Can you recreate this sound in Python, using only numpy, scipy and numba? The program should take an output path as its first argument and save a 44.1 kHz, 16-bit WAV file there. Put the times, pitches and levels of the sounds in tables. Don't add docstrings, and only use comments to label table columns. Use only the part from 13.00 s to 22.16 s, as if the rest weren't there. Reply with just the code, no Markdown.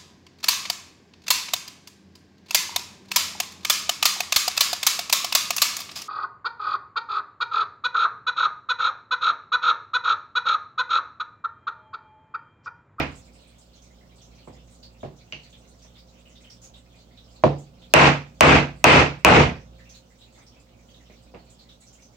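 import sys
import numpy as np
from scipy import signal
from scipy.fft import rfft, irfft, next_fast_len
from scipy.io import wavfile
from scipy.ndimage import uniform_filter1d, map_coordinates
from numba import njit

SR = 44100
rng = np.random.default_rng(int(sys.argv[2]) if len(sys.argv) > 2 else 0)


def unload_audio(sound):
    columns = np.transpose(np.atleast_2d(sound))
    steps = np.round(np.clip(columns, -1, 1) * 32767)
    wavfile.write(sys.argv[1], SR, steps.astype(np.int16))


N = 403956

# frequency in Hz, relative density in dB per Hz.
HOUSE_COLOUR = [(18, -51.5), (30, -25.5), (42, -7.5), (65, -5.5), (87, -21), (108, -3), (149, -10),
                (185, -10.5), (244, -7.5), (312, -13.5), (447, -16.5), (518, -11.5), (1500, -28),
                (1950, -59), (3300, -120)]
# frequency in Hz, level in dB (only the balance against the first line counts).
MOTOR_LINES = [(59.2, -56), (118.4, -64), (177.6, -63), (236.9, -66.5), (527.6, -69.5), (705.2, -77)]
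# time in seconds, lowest hum line in dB, house noise in dB before its wobble.
PUMP_COURSE = [(0, -53, -56.5), (.64, -59.5, -59), (1.5, -55.5, -57.5), (2.42, -58.5, -59.5),
               (3.21, -56.5, -58), (4.03, -58, -59), (5.302, -52.5, -57), (6.749, -51.5, -57.5),
               (7.09, -62, -59.5), (8.091, -56.5, -58.5), (9.16, -62, -59)]
# start in seconds, nominal bubble pitch in Hz, level in dB.
CLEAR_DROPS = [(0.15, 7800, -53.5), (0.331, 8270, -61.5), (0.412, 4120, -60.5), (0.58, 7700, -57),
               (0.729, 4400, -58), (0.816, 6500, -57), (1.213, 6400, -55), (1.379, 4500, -59),
               (1.58, 3000, -60.5), (1.71, 8300, -60), (1.826, 4740, -48), (2.0, 3640, -58),
               (2.429, 4540, -55), (2.525, 3600, -52), (2.818, 6100, -54.5), (2.952, 3730, -55),
               (2.978, 4970, -56), (3.251, 2920, -55), (3.352, 3800, -55), (3.439, 3140, -52),
               (3.498, 5640, -48), (3.615, 7060, -52), (3.634, 6800, -49), (3.736, 3800, -51.5),
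               (3.985, 4540, -58), (4.171, 3900, -52), (4.357, 4500, -56.5), (4.58, 7460, -53.5),
               (4.815, 3620, -53), (6.789, 1980, -55.5), (6.85, 2710, -56), (6.891, 6340, -50.5),
               (6.94, 4300, -51), (6.949, 6980, -57), (7.207, 3980, -52.5), (7.462, 5600, -55),
               (7.883, 3355, -57), (7.938, 3850, -55), (8.095, 2370, -57.5), (8.385, 4500, -61),
               (8.496, 7680, -55.5), (8.588, 4470, -53), (8.687, 3850, -51.5), (8.803, 7900, -56),
               (8.867, 6200, -55), (8.925, 7270, -54), (9.018, 6290, -53.5)]
# frequency in Hz, relative density in dB per Hz.
FIZZ_COLOUR = [(710, -35), (1200, -6), (2090, -8.5), (3700, -5), (5650, -7.5), (7570, -10), (9310, -17),
               (10400, -26), (13000, -18.5), (15200, -9), (16000, -7)]
# start in seconds, room level in dB, crack over the room in dB.
STEEL_TOUCH = (2.324, -35, 16)
# frequency in Hz, width in Hz, level in dB.
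BLADE_MODES = [(2130, 950, -2.5), (2830, 200, 11.5), (4500, 680, -6.5), (6100, 610, -9.5)]
# start in seconds, room level in dB, contact brightness in Hz,
# bass of the echo in dB, boom of the table in dB.
TOOL_NUDGES = [(1.474, -40.5, 990, 5, -4), (2.030, -32, 950, 6.5, -1), (2.326, -44, 1810, 18, 0.5),
               (2.845, -57.5, 3500, 4, -5), (7.378, -55.5, 2400, -6, -16), (8.096, -51.5, 600, 1, -18),
               (8.339, -42, 890, 2, -14), (8.346, -48, 3530, 3, -14)]
# start in seconds, room level in dB, contact brightness in Hz,
# bass of the echo in dB, boom of the table in dB, crack over the room in dB.
MALLET_BLOWS = [(-.24, 28.5, 7800, -6, -21.5, 14), (4.4368, -13.5, 987, 0, 1, 16.5),
                (4.9382, 16.5, 13000, -6, -11, 15), (5.4084, 20, 13000, -2, -13, 14),
                (5.8421, 22, 13000, -5, -16, 10.5), (6.248, 21.5, 13000, 2, -17, 14.5)]
# frequency in Hz, width in Hz, level in dB.
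CHISEL_MODES = [(290, 90, -5), (480, 110, 1), (640, 70, 7), (1060, 160, 1), (2550, 200, 4),
                (3700, 500, -14), (5500, 1500, -15), (9000, 2000, -23), (12500, 2500, -28)]
# frequency in Hz, level in dB, longest 60 dB decay in seconds.
WOOD_MODES = [(76.15, -11, 0.38), (172.6, -10, .42), (241.3, -7.5, .33), (270, -8, 0.9), (291, -12.5, 0.45),
              (318.4, -4, 0.33), (347.4, -11.5, .3), (448.4, -4.5, .28), (502.6, -4, 0.45), (649, -6, 0.41),
              (686, -8, 0.11), (843, -7, 0.18), (906, -11, 0.23), (950, -4, .26), (974, -9, 0.063),
              (1130, -11.5, 0.16), (1330, -12.5, 0.27), (1610, -12, 0.29), (1885, -10.5, 0.31),
              (2130, -10.5, 0.32)]
# frequency in Hz, 60 dB decay in seconds.
TABLE_BOOM = (143, 0.4)
# shortest delay in seconds, level in dB.
NEAR_WALLS = [(.0045, -11), (.008, -5), (.016, -12.5), (.029, -13), (.040, -14)]
# frequency in Hz, relative density in dB per Hz.
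ROOM_COLOUR = [(30, -43), (60, -10), (170, -7), (500, -5), (810, -2), (1760, -8.5), (2600, -6.5),
               (3300, -17.5), (6500, -30), (8400, -31.5), (10000, -52), (12000, -38), (16500, -52.5)]
# frequency in Hz, 60 dB decay in seconds.
ROOM_DECAY = [(50, 0.41), (130, 0.35), (350, .3), (920, 0.28), (2430, 0.29), (6400, 0.31), (14000, 0.13)]
# frequency in Hz, correlation from 0 to 1.
LEFT_RIGHT = [(60, .93), (200, .92), (380, 0.87), (700, .25), (1300, 0), (2400, 0.11), (15000, 0.045)]
# shortest hold in seconds, longest hold in seconds.
SMALL_HOLD = (.03, .075)

SMALL_PER_S, SMALL_LOW_HZ, SMALL_SPAN = 80, 2070, 4.2
SMALL_DB, SMALL_SCATTER_DB = -69.5, 3
CLEAR_HOLD_S = 0.063
SPLASH_DB = -9
FIZZ_DB = -64
SURGE_DB, SURGES_PER_S = 1, 11
FAR_LAG_S = 0.00027
RATTLE_DB, NUDGE_RATTLE_DB, TICK_DB = -27.5, -24, -29
RATTLE_HZ, TICK_LATE_S = 3800, 0.0014
NUDGE_CRACK_DB = 7.5
RING_DB = -8.5
PATCHY_DB = 1.52
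AIR_HZ, TOP_HZ = 14500, 16500


def amp(db):
    return 10 ** (np.asarray(db) / 20)


def unit(x):
    return x / np.sqrt(np.mean(x ** 2) + 1e-20)


def along(points, hz):
    f, v = np.transpose(points)
    return np.interp(np.log(hz + 1), np.log(f + 1), v)


def wobble(rate):
    knots = rng.standard_normal(int(N * rate / SR) + 4)
    return map_coordinates(knots, [np.arange(N) * rate / SR])


def filtered(x, response):
    m = next_fast_len(x.shape[-1] + 8192)
    spectrum = rfft(x, m) * response(np.fft.rfftfreq(m, 1 / SR))
    return irfft(spectrum, m)[..., :x.shape[-1]]


def lowpass(f, edge_hz):
    return 1 / (1 - (f / edge_hz) ** 2 + 1.4j * f / edge_hz) ** 2


def resonances(modes):
    def response(f):
        return sum((-1) ** k * amp(db) * 1j * f * width / (hz * hz - f * f + 1j * f * width)
                   for k, (hz, width, db) in enumerate(modes))
    return response


def diffuse(size, colour):
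    def mid_side(hz):
        turn = np.arccos(np.clip(along(LEFT_RIGHT, hz), -1, 1)) / 2
        return colour(hz) * np.array([np.cos(turn), np.sin(turn)])
    mid, side = filtered(rng.standard_normal((2, size)), mid_side)
    return unit(np.array([mid + side, mid - side]))


def add(track, s, sound):
    i = round(s * SR)
    part = sound[:, max(-i, 0):N - i]
    track[:, max(i, 0):max(i, 0) + part.shape[1]] += part


def later_left(x):
    return np.array([np.roll(x[0], round(FAR_LAG_S * SR)), x[1]])


def room(colour):
    hz, frame, z = signal.stft(diffuse(SR, colour), SR, nperseg=256)
    clumps = rng.standard_normal(z.shape[1:])
    for axis in (0, 1):
        clumps = uniform_filter1d(clumps, size=3, axis=axis)
    fade_db = -60 * frame / along(ROOM_DECAY, hz)[:, None]
    z = z * amp(PATCHY_DB * unit(clumps) + fade_db)
    tail = signal.istft(z, SR, nperseg=256)[1][:, :SR]
    return tail * (1 - np.exp(-np.arange(SR) / SR / 0.004))


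def strike(response):
    t = np.arange(SR) / SR
    grit = 0.22 * np.exp(-t / 0.0026) * rng.standard_normal((2, SR))
    crack = filtered((t == 0) + grit, response)
    crack /= np.abs(crack).max()
    dull = filtered(crack, lambda f: lowpass(f, 2900))
    copies = [sum(amp(db) * np.roll(channel, round((s + rng.uniform(0, 0.0005)) * SR))
                  for s, db in NEAR_WALLS) for channel in dull]
    return crack + np.array(copies)


def house_noise():
    s, _, house_db = np.transpose(PUMP_COURSE)
    level_db = np.interp(np.arange(N) / SR, s, house_db) + 1 + wobble(18)
    return amp(level_db) * diffuse(N, lambda f: amp(along(HOUSE_COLOUR, f)))


def pump_hum():
    t = np.arange(N) / SR
    s, line_db, _ = np.transpose(PUMP_COURSE)
    lines = np.zeros(N)
    for hz, db in MOTOR_LINES:
        level = amp(db - MOTOR_LINES[0][1] + 1.4 * wobble(2.5))
        lines += level * np.sin(2 * np.pi * (hz * t + rng.random()) + 0.27 * wobble(1))
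    return np.sqrt(2) * amp(np.interp(t, s, line_db)) * lines


def small_drops(surge_db):
    chance = rng.random((SMALL_PER_S * N // SR, 4))
    s = chance[:, 0] * N / SR
    hz = SMALL_LOW_HZ * SMALL_SPAN ** chance[:, 1]
    db = SMALL_DB - SMALL_SCATTER_DB * np.log(1 - chance[:, 2]).clip(-2.5)
    db += surge_db[(s * SR).astype(int)]
    return np.c_[s, hz, db, np.interp(chance[:, 3], (0, 1), SMALL_HOLD)]


def bubbles(hz):
    t = np.arange(300) / SR
    life = 4 / hz
    onset = np.sin(np.pi / 2 * np.minimum(t * hz, 1))
    chirps = np.exp(-t / life) * onset * np.sin(2 * np.pi * hz * (0.905 * t + 0.032 * t * t / life))
    return chirps / np.linalg.norm(chirps, axis=1, keepdims=True)


def trickle():
    surge_db = SURGE_DB * wobble(SURGES_PER_S)
    clear = np.c_[CLEAR_DROPS, np.full(len(CLEAR_DROPS), CLEAR_HOLD_S)]
    s, hz, db, hold = np.r_[clear, small_drops(surge_db)].T[:, :, None]
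    u = np.arange(SR // 6) / SR
    smear = (1 - np.exp(-u / 0.0034)) * amp(-60 * u / 0.72) / (1 + (u / hold) ** 4)
    echoes = smear[:, None] * rng.standard_normal((len(s), 2, len(u)))
    heard = signal.fftconvolve(bubbles(hz)[:, None], echoes, axes=2)
    fizz_colour = lambda f: amp(along(FIZZ_COLOUR, f))
    out = amp(FIZZ_DB + surge_db / 2) * diffuse(N, fizz_colour)
    spray = diffuse(N, fizz_colour)
    for when, _, level in CLEAR_DROPS:
        piece = np.roll(spray, -round(when * SR), 1)[:, :len(u)]
        add(out, when, amp(level + SPLASH_DB) * smear[0] * piece)
    for when, level, sound in zip(s[:, 0], db[:, 0], heard):
        add(out, when, amp(level) * sound)
    return out


def clink():
    s, db, crack_db = STEEL_TOUCH
    out, blade = np.zeros((2, N)), resonances(BLADE_MODES)
    echo = room(lambda f: np.abs(blade(f)))
    add(out, s, amp(db) * (amp(crack_db) * strike(blade) + echo))
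    return out


def contact_crack(contact_hz):
    def response(f):
        hit = lowpass(f, contact_hz) * resonances(CHISEL_MODES)(f)
        late = np.exp(-2j * np.pi * f * TICK_LATE_S)
        return hit + amp(TICK_DB) * lowpass(f, RATTLE_HZ) * late
    return strike(response)


def contact_echo(contact_hz, bass_db, rattle_db):
    def colour(f):
        body = amp(along(ROOM_COLOUR, f) + bass_db / (1 + (f / 400) ** 2)) * np.abs(lowpass(f, contact_hz)) ** 2
        rattle = amp(rattle_db) * np.abs(lowpass(f, RATTLE_HZ)) / (1 + (contact_hz / f.clip(1)) ** 4)
        return body + rattle
    return room(colour)


def wood_ring(contact_hz, boom_db):
    t = np.arange(SR) / SR
    hz, level_db, t60 = np.transpose(WOOD_MODES)[:, :, None]
    strength = amp(level_db + 2 * rng.standard_normal(hz.shape)) * np.abs(lowpass(hz, contact_hz)) ** 2
    decay = amp(-60 * t / np.minimum(t60, along(ROOM_DECAY, hz)))
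    skew = np.arccos(np.clip(along(LEFT_RIGHT, hz), -1, 1))
    modes = np.array([np.sum(strength * decay * np.sin(2 * np.pi * hz * t + turn), 0) for turn in (0, skew)])
    boom_hz, boom_t60 = TABLE_BOOM
    boom = amp(boom_db - 60 * t / boom_t60) * np.sin(2 * np.pi * boom_hz * t)
    return (amp(RING_DB) * modes + boom) * (1 - np.exp(-t / 0.016))


def knocks():
    out = np.zeros((2, N))
    contacts = [(*row, RATTLE_DB) for row in MALLET_BLOWS]
    contacts += [(*row, NUDGE_CRACK_DB, NUDGE_RATTLE_DB) for row in TOOL_NUDGES]
    for s, db, contact_hz, bass_db, boom_db, crack_db, rattle_db in contacts:
        crack = amp(crack_db) * contact_crack(contact_hz)
        echo = contact_echo(contact_hz, bass_db, rattle_db)
        add(out, s, amp(db) * (crack + echo + wood_ring(contact_hz, boom_db)))
    return out


def scene():
    far = later_left(house_noise() + pump_hum() + trickle())
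    return far + clink() + knocks()


@njit
def follow(x, rise, fall):
    level, out = 0., np.empty(len(x))
    for i in range(len(x)):
        level = level + rise * (abs(x[i]) - level) if abs(x[i]) > level else level * fall
        out[i] = level
    return out


def record(dry):
    x = dry * amp([[-1.7], [1.5]])
    level = np.array([follow(channel, 1 / (0.00094 * SR), amp(-500 / SR)) for channel in x])
    x = x / np.maximum(level / 0.48, 1)
    x = x / (1 + np.abs(x / 0.84) ** 6) ** (1 / 6)
    x = filtered(x, lambda hz: 1 / np.sqrt(1 + (hz / AIR_HZ) ** 16))
    return filtered(x, lambda hz: np.clip((TOP_HZ - hz) / 600 + 0.5, 0, 1) ** 2)


dry = scene()
out = record(dry)
unload_audio(out)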